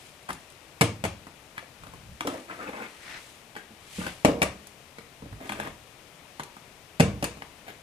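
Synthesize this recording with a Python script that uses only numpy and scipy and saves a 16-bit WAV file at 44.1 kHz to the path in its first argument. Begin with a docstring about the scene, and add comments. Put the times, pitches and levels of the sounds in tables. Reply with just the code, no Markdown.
"""A part-filled plastic water bottle is flipped three times onto wooden boards in a small, hard-walled room.
Each time it lands with a thud and a crack of its thin shell, topples and clatters down on its side.
Boards, body and shell are banks of damped modes struck in quick contacts; noise bursts add crack and crinkle.
Between throws a hand grabs it (taps, squeaks, scuffs, dents) and the water sloshes as noise and bubbles.
Shaped noise makes the sleeve, low bumps, a soft brush and the air; decaying noise makes the room."""
import sys
import numpy as np
from scipy import signal
from scipy.fft import rfft, irfft, next_fast_len
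from scipy.io import wavfile
from scipy.ndimage import map_coordinates

SR = 44100
rng = np.random.default_rng(int(sys.argv[2]) if len(sys.argv) > 2 else 0)


def wav_record(signal):
    """Record a signal, one row per channel, as 16-bit PCM in the file named by sys.argv[1]."""
    frames = np.transpose(np.atleast_2d(signal))
    bounded = np.clip(frames, -1, 1)
    # unit amplitude maps onto the largest positive 16-bit level
    quanta = np.round(bounded * 32767).astype(np.int16)
    wavfile.write(sys.argv[1], SR, quanta)


N = 344904  # length in samples
RING = np.arange(SR // 4) / SR  # time axis of one short sound, s

# modes of the wooden boards: (f/Hz, level/dB, t60/s)
BOARDS = [(46.7, -29, 0.94), (63, -23, 0.75), (73.7, -19.5, 0.71), (93.4, -12, 0.35), (111.2, -15.5, 0.49),
          (148, 8, 0.053), (149.1, -5.5, 0.18), (196.6, -14, 0.35), (238.4, -2, 0.037)]
# modes of the water-loaded body: (f/Hz, level/dB, t60/s)
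BODY = [(264, 5, 0.047), (303.5, 0.5, 0.15), (339.6, -10.5, 0.29), (356, -3, 0.011), (471, -1, 0.14),
        (552, -5.5, 0.1), (617, -12.5, 0.071), (706, -8, 0.071), (1070, -26, 0.0049), (1062, -4, 0.058)]
# modes of the thin shell: (f/Hz, level/dB, t60/s)
SHELL = [(1700, -19, 0.03), (1876, -15, 0.03), (1990, -7, 0.014), (2285, 3, 0.018), (2550, -4, 0.018),
         (2710, -9, 0.014), (2860, -7, 0.018), (3420, -17, 0.02), (3700, -13, 0.016), (4350, -17, 0.03)]
# spectrum of the shell's crack: (f/Hz, level/dB)
CRACK = [(400, -15), (900, 13.5), (1400, 7), (2400, 8), (3500, -2), (5500, -6), (8000, -2), (15000, -44)]
# spectrum of the crinkling wall: (f/Hz, level/dB)
CRINKLE = [(2500, -3.5), (5000, 1), (7000, 2), (10000, 7), (12500, -3.5), (15000, -10)]
# spectrum of gulping water: (f/Hz, level/dB)
GULP = [(100, -16), (200, -3), (300, -0.5), (420, -6), (620, -1), (800, -11), (1100, -9.5), (2500, -44)]


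def amp(db):
    """Decibels to gain."""
    return 10 ** (np.asarray(db) / 20)


def unit(x):
    """Scale to rms 1."""
    return x / np.sqrt(np.mean(x ** 2) + 1e-20)


def along(points, hz):
    """Read (f/Hz, value) points on a log frequency axis."""
    f, v = np.transpose(points)
    return np.interp(np.log(hz + 1), np.log(f), v)


def filtered(x, response):
    """Multiply the spectrum of x by a response of frequency."""
    n = x.shape[-1]
    padded = next_fast_len(n + 8192)
    return irfft(rfft(x, padded) * response(np.fft.rfftfreq(padded, 1 / SR)), padded)[..., :n]


def tilted(x, balance):
    """Favour one channel over the other by (f/Hz, left minus right/dB) points."""
    return filtered(x, lambda hz: amp(np.outer([.5, -.5], along(balance, hz))))


def noise(spectrum, size):
    """Diffuse stereo noise of rms 1: alike in the bass, less related in the treble."""
    # left-right likeness of diffuse sound: (f/Hz, correlation)
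    likeness = [(100, 0.87), (300, 0.98), (650, 0.69), (1400, 0.24), (3000, 0.28)]

    def mid_and_side(hz):
        turn = np.arccos(np.clip(along(likeness, hz), -1, 1)) / 2
        return amp(along(spectrum, hz)) * [np.cos(turn), np.sin(turn)]

    mid, side = filtered(rng.standard_normal((2, size)), mid_and_side)
    return unit(np.array([mid + side, mid - side]))


def flutter(rate, depth_db):
    """A smooth random gain of rms 1, rate knots a second."""
    knots = rng.standard_normal(int(N * rate / SR) + 4)
    return unit(amp(depth_db * map_coordinates(knots, [np.arange(N) * rate / SR])))


def swells(rows, attack, release, order=2):
    """Gain for (t, length, level, ..) rows: rise 20 dB in attack s, hold, fall 20 dB in release s.

    order is the column of the level."""
    t = np.arange(N) / SR

    def level(row):
        s, length = row[:2]
        outside = np.maximum(s - t, 0) / attack + np.maximum(t - s - length, 0) / release
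        return row[order] - 20 * outside

    return amp(np.max([level(row) for row in rows], axis=0))


def add(track, s, sound):
    """Mix a sound into the track at time s, cut at the end."""
    rest = track[..., round(s * SR):]
    rest[..., :sound.shape[-1]] += sound[..., :rest.shape[-1]]


def struck_near(modes, hz):
    """The spot that is struck favours the modes around one frequency."""
    spot_db, spot_octaves = 6, 0.3  # how much and how widely
    f, db, t60 = np.transpose(modes)
    favour = spot_db * np.exp(-(np.log2(f / hz) / spot_octaves) ** 2)
    return np.transpose([f, db + favour, t60])


def ring(modes, scatter_db, detune, pitch=1, linger=1):
    """Damped modes of alternating sign; strength and pitch scatter from strike to strike."""
    hz, db, t60 = np.transpose(modes)[:, :, None]
    size, shift = rng.standard_normal((2, len(modes), 1))
    sign = np.cos(np.pi * np.arange(len(modes)))[:, None]
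    strength = amp(db + scatter_db * size) * sign
    turn = 2 * np.pi * hz * pitch * (1 + detune * shift)  # radians per second
    decay = np.exp(-np.log(1000) * RING / (t60 * linger))
    # the surface swings up within a fraction of a cycle; the air is pushed by its velocity
    swing = decay * np.sin(turn * RING) * (1 - np.exp(-turn * RING)) / turn
    return -np.diff(np.sum(strength * swing, axis=0), prepend=0) * SR / np.linalg.norm(strength)


def burst(spectrum, t60, attack):
    """A dying puff of coloured noise."""
    colour = amp(along(spectrum, np.fft.rfftfreq(len(RING), 1 / SR)))
    puff = irfft(rfft(rng.standard_normal(len(RING))) * colour, len(RING))
    return unit(puff) * amp(-60 * RING / t60) * (1 - np.exp(-RING / attack))


def slip_run(per_s, spread_db):
    """Friction as single-sample slips at random times and strengths."""
    happens = rng.random(len(RING)) < per_s / SR
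    return happens * amp(spread_db * rng.standard_normal(len(RING)))


def stroke(length, attack, release):
    """Gain of one rub: a soft start, then a fall of 20 dB in release s once length is over."""
    return (1 - np.exp(-RING / attack)) * amp(-20 * np.maximum(RING - length, 0) / release)


def in_room(send, build=0.00061, count=3):
    """Decaying noise as reverberation: builds up within milliseconds, drawn anew for each third of the scene."""
    # reverberation time: (f/Hz, t60/s)
    room_t60 = [(70, 0.73), (120, 0.57), (220, 0.42), (600, 0.36), (2500, 0.29), (6000, 0.32),
                (14000, 0.13)]
    # colour of the reverberation: (f/Hz, level/dB)
    room_gain = [(60, -4), (150, -0.5), (500, 3), (1200, 2.5), (3000, 10), (8000, 7.5), (15000, 7)]
    early_db, early_s = 5, 0.004  # the nearest walls over the later sound, and how fast their answer fades
    heard = np.zeros((2, N))
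    for part in np.array_split(np.arange(N), count):
        hz, t, z = signal.stft(noise([(20, 0), (20000, 0)], SR // 2), SR, nperseg=256)
        fade_db = along(room_gain, hz)[:, None] - 60 * t / along(room_t60, hz)[:, None]
        tail = signal.istft(z * amp(fade_db), SR, nperseg=256)[1]
        age = np.arange(tail.shape[1]) / SR
        tail *= (1 - np.exp(-age / build)) ** 2 * (1 + amp(early_db) * np.exp(-age / early_s))
        add(heard, part[0] / SR, signal.fftconvolve(send[None, part], tail / np.linalg.norm(tail[0]), axes=1))
    return heard


def scattered(source, count=3):
    """Each side of the bottle radiates its own mix of modes, so the room's answer is dense and smooth."""
    return sum(in_room(source()) for side in range(count)) / np.sqrt(count)


def at_ports(direct, lag=0.0002615):
    """The direct sound reaches the left channel slightly later (lag in s)."""
    return filtered(direct, lambda hz: np.exp(-2j * np.pi * np.outer([lag, 0], hz)))


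def background():
    """Quiet room air and hiss as shaped noise, stronger on the left; its level drifts a little."""
    # spectrum of air and hiss: (f/Hz, level/dB)
    air = [(15, -34), (25, 5), (44, -5), (141, -1.5), (229, -6), (607, -5), (1560, -12.3), (2480, -10.2),
           (5000, -20.7), (9570, -19), (11600, -22.5), (14800, -27.3), (16000, -38)]
    # lean of the hiss to the left: (f/Hz, left minus right/dB)
    hiss_side = [(100, 4.5), (500, 4.5), (1300, 5.5), (2800, 6), (5000, 9), (8500, 8), (14000, 12.5)]
    drift = flutter(rate=3, depth_db=.5)
    return amp(-53.2) * drift * tilted(noise(air, N), hiss_side)


def handling():
    """Cloth rubs on cloth as the arm swings; small, dull low bumps come and go."""
    # sleeve swishes: (t/s, length/s, level/dB)
    swings = [(.02, 0.047, -54.5), (.3, 0.1, -59), (2.3, 0.061, -50), (2.51, 0.72, -56), (3.03, .27, -53),
              (3.98, 0.07, -43), (5.49, 0.12, -52.5)]
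    # low bumps: (t/s, length/s, level/dB)
    jostles = [(0.3, 0.069, -56), (1.83, 0.31, -50), (3.99, 0.091, -44.5), (5.235, 0.028, -43),
               (5.32, 0.038, -43.5), (5.42, 0.32, -49)]
    # spectrum of the sleeve: (f/Hz, level/dB)
    cloth = [(800, -32), (2000, -2.5), (3200, -2.5), (5000, -8.5), (8000, -6.5), (11000, -11), (15000, -27)]
    # spectrum of the bumps: (f/Hz, level/dB)
    bump = [(18, -13), (40, -1), (70, 1.5), (130, -4.5), (220, -11), (450, -48)]
    sleeve = swells(swings, attack=0.18, release=0.23) * noise(cloth, N) * flutter(rate=130, depth_db=1.5)
    bumps = swells(jostles, attack=0.052, release=0.093) * noise(bump, N) * flutter(rate=27, depth_db=3.0)
    return sleeve + bumps


def brushing():
    """A soft, short, dull rub before the second throw: fluttering shaped noise."""
    # rubs: (t/s, length/s, level/dB)
    brushes = [(3.125, 0.048, -42.5)]
    # spectrum of the rub: (f/Hz, level/dB)
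    rub = [(500, -12), (1200, -8.5), (1950, -2.5), (3000, -11.5), (6000, -19), (12000, -53)]
    return swells(brushes, attack=0.26, release=0.072) * noise(rub, N) * flutter(rate=170, depth_db=1.5)


def squeaks():
    """Fingers stick and slip on the wall; each slip rings it briefly."""
    # squeaks: (t/s, length/s, level/dB, pitch factor)
    rows = [(2.272, 0.035, -46, 1), (2.484, 0.055, -45.5, 1), (2.588, 0.07, -44, 1),
            (3.565, .035, -49, 1.22)]
    # modes of the rubbed wall: (f/Hz, level/dB, t60/s)
    grip = [(1305, 6, 0.048), (2000, -13, 0.014), (2530, -13, .02)]
    track = np.zeros(N)
    for s, length, db, pitch in rows:
        slips = slip_run(per_s=600, spread_db=4.5)
        wall = signal.fftconvolve(slips, ring(grip, scatter_db=0, detune=0, pitch=pitch))[:len(RING)]
        add(track, s, amp(db) * stroke(length, attack=0.0044, release=0.03) * unit(wall))
    return track


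def scuffs():
    """Skin scrapes over the ribbed wall: a dense, uneven run of slips whose colour depends on the spot."""
    # scrapes: (t/s, length/s, level/dB, pitch factor)
    rows = [(0.284, 0.021, -44, 0.94), (2.65, 0.0083, -58, 1.03), (2.675, 0.017, -47, 0.94),
            (2.756, 0.018, -60, 2.5), (2.761, 0.031, -58, 1.1), (2.81, 0.0097, -45, 0.78),
            (2.819, 0.036, -62, 3.4), (3.548, 0.012, -44.5, 1.1), (3.559, 0.017, -54, 3.2),
            (4.053, 0.033, -41, 1.14), (5.402, 0.069, -49.5, 0.82), (5.602, 0.072, -46, 1),
            (7.666, 0.037, -44, 0.9)]
    # spectrum of a scrape at pitch factor 1: (f/Hz, level/dB)
    colour = [(100, -6), (300, -5.5), (700, 3), (1200, -10), (2500, -6.5), (6000, -25.5)]
    track = np.zeros(N)
    hz = np.fft.rfftfreq(len(RING), 1 / SR)
    for s, length, db, pitch in rows:
        slips = slip_run(per_s=730, spread_db=4.5)
        scrape = irfft(rfft(slips - slips.mean()) * amp(along(colour, hz / pitch)), len(RING))
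        add(track, s, amp(db) * stroke(length, attack=0.003, release=0.029) * unit(scrape))
    return track


def dent(hz):
    """The short, dry pop of a dent as a few damped modes, each a little different."""
    # modes of a popping dent: (multiple of its pitch, level/dB, t60/s)
    modes = [(.78, -4, .014), (1, 3, 0.013), (1.42, -3, 0.013), (1.9, -10, 0.008), (2.6, -13, 0.008)]
    return ring(modes, scatter_db=2, detune=0.03, pitch=hz)


def snaps():
    """Under the fingers the wall snaps in single ticks, or crackles in runs of tiny ones as the grip shifts."""
    # single dents snapping out: (t/s, crinkle level/dB, pop level/dB, pop f/Hz)
    single = [(0.229, -48, -60, 2400), (.305, -39, -22, 1360), (0.33, -32.5, -48, 2000),
              (0.501, -43, -58, 2400), (0.522, -47, -60, 2400), (1.58, -41, -21, 1690),
              (2.2075, -35, -20, 2360), (2.271, -26, -31, 2860), (2.276, -35, -25, 2220),
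              (4.67, -36.5, -62, 2400), (5.493, -39, -22, 2380), (5.521, -50, -27, 2400),
              (5.6, -41, -26, 2040), (6.403, -51, -25, 1480), (6.434, -32.5, -35, 2400),
              (7.421, -64, -26, 2070)]
    # runs of crackle: (t/s, length/s, level/dB, f/Hz)
    runs = [(0.287, .018, -30, 1010), (1.566, 0.013, -45, 1790), (1.587, 0.017, -40, 1800),
            (2.674, 0.029, -37, 740), (2.679, 0.019, -43, 2000), (2.731, .1, -34.5, 775),
            (2.754, .025, -40, 1880), (2.818, .06, -43.5, 1750), (5.531, .06, -43, 1300),
            (5.615, .045, -38.5, 1500)]
    ticks_per_s, spread_octaves, spread_db = 590, 0.44, 5  # spread in pitch and in strength
    track = np.zeros(N)
    for s, crinkle_db, pop_db, hz in single:
        crinkle = amp(crinkle_db) * burst(CRINKLE, t60=0.016, attack=0.00038)
        add(track, s, crinkle + amp(pop_db) * dent(hz))
    for s, length, db, hz in runs:
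        for when, size, shift in rng.random((int(np.ceil(length * ticks_per_s)), 3)):
            tick_hz = hz * 2 ** (spread_octaves * (2 * shift - 1))
            tick_db = db + spread_db * (2 * size - 1.5)
            add(track, s + when * length, amp(tick_db) * dent(tick_hz))
    return track


def bubbles(rate, hz, spread, cycles, rise=0.38):
    """A stream of rate bubbles a second, of rms 1, each a short ring that rises in pitch."""
    u = rng.random((int(rate * N / SR), 3))
    start = u[:, :1] * N
    pitch = hz * 2 ** (spread * (2 * u[:, 1:2] - 1))  # within spread octaves of hz
    size = amp(-18 * u[:, 2:])
    k = np.arange(int(SR * cycles / hz))
    age = k / SR * pitch / cycles  # reaches 1 when the ring is 60 dB down
    waves = size * np.exp(-np.log(1000) * age) * np.sin(2 * np.pi * cycles * age * (1 + rise * age))
    return unit(np.bincount((start.astype(int) + k).ravel(), waves.ravel(), N)[:N])


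def water():
    """The tipped water gulps from end to end and splashes against the wall in uneven surges."""
    # the water runs to the other end: (t/s, length/s, gulp level/dB, splash level/dB)
    sloshes = [(2.28, 0.1, -44, -51.5), (2.49, 0.047, -47, -47.5), (2.6, 0.049, -43.5, -47.5),
               (2.678, 0.017, -43, -46), (2.745, 0.11, -45.5, -45.5), (4.0, 0.093, -51, -47.5),
               (5.41, 0.13, -48.5, -56.5), (5.57, 0.12, -45, -50)]
    # spectrum of the splash: (f/Hz, level/dB)
    splash_colour = [(500, -36), (900, -3), (1300, 3), (2100, 6), (3000, -21), (5000, -55), (9000, -54)]
    gulp = unit(1.75 * noise(GULP, N)[0] + bubbles(rate=110, hz=560, spread=0.65, cycles=23))
    splash = unit(0.5 * noise(splash_colour, N)[0] + bubbles(rate=260, hz=1500, spread=0.7, cycles=17))
    surge = flutter(rate=60, depth_db=2.5)
    gulp_gain = swells(sloshes, attack=0.044, release=0.025, order=2)
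    splash_gain = swells(sloshes, attack=0.044, release=0.025, order=3)
    return surge * (gulp_gain * gulp + splash_gain * splash)


def taps():
    """Fingers and gentle rocking damp the bottle: the same body, with a duller, slower pat."""
    # the bottle rocks, is grabbed or let go: (t/s, strength/dB, weight behind it/dB, wall f/Hz)
    rows = [(0.290, -32.5, -30.5, 1010), (0.303, -33.5, -30, 1090), (1.268, -45, -36.5, 1240),
            (1.578, -42.5, -42, 1310), (1.627, -51, -44, 700), (1.835, -43, -50, 1160),
            (1.868, -45, -41, 1150), (1.936, -44.5, -41, 920), (2.207, -31, -33, 993),
            (2.273, -30, -37, 1310), (3.564, -38.5, -39, 1540), (3.706, -65, -41, 900),
            (3.984, -47, -26, 1260), (4.065, -32, -31, 1300), (4.984, -41.5, -34.5, 1950),
            (5.222, -60, -31.5, 1010), (5.257, -56, -33, 1270), (5.326, -48, -37, 1460),
            (5.496, -33, -31.5, 1060), (5.52, -31, -38, 1230), (5.599, -31.5, -34.5, 1640),
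            (5.672, -41, -31, 960), (6.396, -32, -30.5, 970), (6.566, -46, -43, 1090),
            (7.37, -47, -38, 650), (7.421, -42.5, -40.5, 1010)]
    # modes of the wall between the fingers: (multiple of the wall pitch, level/dB, t60/s)
    held = [(.75, -8, 0.03), (1, 10, 0.012), (1.2, 0, 0.02), (1.55, -3, 0.012), (2, -1, 0.014),
            (2.7, -12, 0.014)]
    # spectrum of the pat: (f/Hz, level/dB)
    pat_colour = [(300, 0), (800, 9.5), (1200, 5), (1900, 1.5), (3000, -9), (5000, -17), (8000, -21),
                  (15000, -51)]
    knock_db = -1.5  # hollow knock over the weight
    wall_db, pat_db, crinkle_db = 11.5, 4, -9.5  # over the strength
    track = np.zeros(N)
    for s, strength_db, weight_db, wall_hz in rows:
        boards = ring(struck_near(BOARDS, hz=190), scatter_db=7.0, detune=0.086)
        thud = amp(weight_db) * boards * amp(-60 * RING / 0.29)  # extra damping
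        knock = amp(weight_db + knock_db) * ring(BODY, scatter_db=4, detune=0.066, linger=0.6)
        wall = amp(strength_db + wall_db) * ring(held, scatter_db=2, detune=0.034, pitch=wall_hz)
        pat = amp(pat_db) * burst(pat_colour, t60=0.029, attack=0.00037)
        crinkle = amp(crinkle_db) * burst(CRINKLE, t60=0.039, attack=0.00017)
        softened = (thud + knock + wall) * (1 - np.exp(-RING / 0.0008))
        add(track, s, softened + amp(strength_db) * (pat + crinkle))
    return track


def buckles():
    """At a hard contact the wall gives way with one dry clack: shell modes, crack and crinkle."""
    # the wall buckles under a blow: (t/s, shell ring level/dB, crack level/dB, crinkle level/dB)
    rows = [(0.8145, -11.5, -15, -22), (4.2555, -21, -29, -18.5), (4.4186, -9, -30, -33),
            (4.4237, -14, -30, -33), (4.428, -30, -28, -17), (7.0025, -14, -25, -22),
            (7.2425, -29, -38, -23)]
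    track = np.zeros(N)
    for s, ring_db, crack_db, crinkle_db in rows:
        shell = amp(ring_db) * ring(SHELL, scatter_db=1, detune=0.005, linger=1.3)
        crack = amp(crack_db) * burst(CRACK, t60=0.016, attack=0.00022)
        crinkle = amp(crinkle_db) * burst(CRINKLE, t60=0.0091, attack=0.00025)
        add(track, s, shell + crack + crinkle)
    return track


def push(hz, life):
    """The first shove of a contact: about one cycle of pressure, fading over life seconds."""
    return np.sin(2 * np.pi * hz * RING) * np.exp(-RING / life)


def thump(thud_db, knock_db, linger, board_hz, body_hz):
    """Weight arrives: it thumps the boards, rings the water-loaded body and jolts the water."""
    shove_db, jolt_db = 6, -11  # over the knock
    thud = amp(thud_db) * ring(struck_near(BOARDS, board_hz), scatter_db=1, detune=.012)
    shove = amp(shove_db) * push(hz=619, life=0.0017)
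    knock = ring(struck_near(BODY, body_hz), scatter_db=0.5, detune=0.015, linger=linger)
    jolt = amp(jolt_db) * burst(GULP, t60=0.21 * linger, attack=0.00063)
    return thud + amp(knock_db) * (shove + knock + jolt)


def clack(shell_db, crinkle_db, ring_db):
    """The thin ribbed wall rings, cracks and crinkles; ring_db is the ring over the crack."""
    shell = amp(ring_db) * ring(SHELL, scatter_db=3, detune=0.02)
    crack = burst(CRACK, t60=0.022, attack=0.00026)
    return amp(shell_db) * (shell + crack) + amp(crinkle_db) * burst(CRINKLE, t60=0.0091, attack=0.00009)


def contacts(edge_share):
    """Gains of a blow's contacts: the edge takes its share of energy, the flat the rest, then a weaker rebound."""
    rebound_db = -3  # under the flat contact
    flat_share = 1 - edge_share
    return np.sqrt([edge_share, flat_share, flat_share]) * amp([0, 0, rebound_db])


def landings():
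    """Each blow is a quick run of contacts; the water slaps back after a hard one or a snatch upwards."""
    # the bottle hits edge first, then flat; each throw lands once and topples once:
    # (t/s, edge to flat/s, shell level/dB, board thud level/dB, hollow knock level/dB, crinkle level/dB,
    #  edge's share of the weight 0-1, edge's share of the crack 0-1, ring time factor,
    #  shell's ring over its crack/dB, favoured board mode f/Hz, favoured body mode f/Hz)
    blows = [(0.8101, 0.0062, -11, -4.5, -20, -13.5, 0.47, 0.74, 0.9, -8, 127, 470),
             (1.0394, 0.011, -20, -16.5, -17.5, -25, 0.63, 0.63, 0.35, -14, 119, 625),
             (4.2482, 0.0049, -14, -11, -6, -19, 0.96, 1, 0.6, -7, 203, 298),
             (4.4178, 0.011, -15.5, -15, -14, -20, 0.55, 0.57, 0.33, -3.5, 174, 630),
             (6.998, .005, -14, -1.5, -12, -18.5, 0.24, 0.35, 0.73, -6, 189, 533),
             (7.2258, 0.016, -21.5, -19.5, -23.5, -21, 0.88, 0.31, 1.07, -8, 203, 704)]
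    # the water slaps against the end of the bottle:
    # (t/s, hollow knock level/dB, board thud level/dB, ring time factor, favoured mode f/Hz)
    water_slaps = [(0.8193, -19.5, -34, 1.23, 354), (2.25, -27.5, -41, 1.6, 400),
                   (2.275, -26.5, -39, 1.7, 284), (4.2824, -18.5, -20, 2.06, 474),
                   (4.433, -18, -40, 0.51, 640), (7.046, -28.5, -29, 2.4, 205)]
    rebound_s = .0026  # the wall springs back and touches once more
    track = np.zeros(N)
    for (s, flat_s, shell_db, thud_db, knock_db, crinkle_db, weight_share, crack_share,
         linger, ring_db, board_hz, body_hz) in blows:
        times = s, s + flat_s, s + flat_s + rebound_s
        for at, weight, crack in zip(times, contacts(weight_share), contacts(crack_share)):
            heavy = weight * thump(thud_db, knock_db, linger, board_hz, body_hz)
            add(track, at, heavy + crack * clack(shell_db, crinkle_db, ring_db))
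    for s, knock_db, thud_db, linger, hz in water_slaps:
        add(track, s, thump(thud_db, knock_db, linger, hz, hz))
    return track


def scene():
    """The bottle, its water and the fingers sound into the room; sleeve, bumps, brush and hiss stay dry."""
    pats, ticks, cracks, rubs, slosh = taps(), snaps(), buckles(), squeaks() + scuffs(), water()
    # how much of each reaches the room
    send = pats + amp(-5.5) * ticks + amp(-14) * cracks + amp(-2) * rubs + amp(2) * slosh
    room = amp(-1.5) * scattered(landings) + in_room(send)
    direct = landings() + pats + ticks + cracks + rubs + slosh
    return at_ports(direct) + room + handling() + brushing() + background()


def record(dry):
    """Thin the deepest bass, colour the two channels, round the hardest peaks and cut off the top."""
    # colour difference of the channels: (f/Hz, left minus right/dB)
    ports = [(100, -0.2), (500, 0.5), (1300, 5.5), (2800, 6), (5500, 7.5), (8500, -3), (14000, -7)]
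    top_hz = 15400
    thin = signal.sosfilt(signal.butter(N=2, Wn=40, btype="high", fs=SR, output="sos"), dry)
    coloured = tilted(thin, ports)
    rounded = coloured / (1 + np.abs(coloured / .85) ** 6) ** (1 / 6)
    return filtered(rounded, lambda hz: 1 / np.sqrt(1 + (hz / top_hz) ** 200))


dry = scene()
out = record(dry)
wav_record(out)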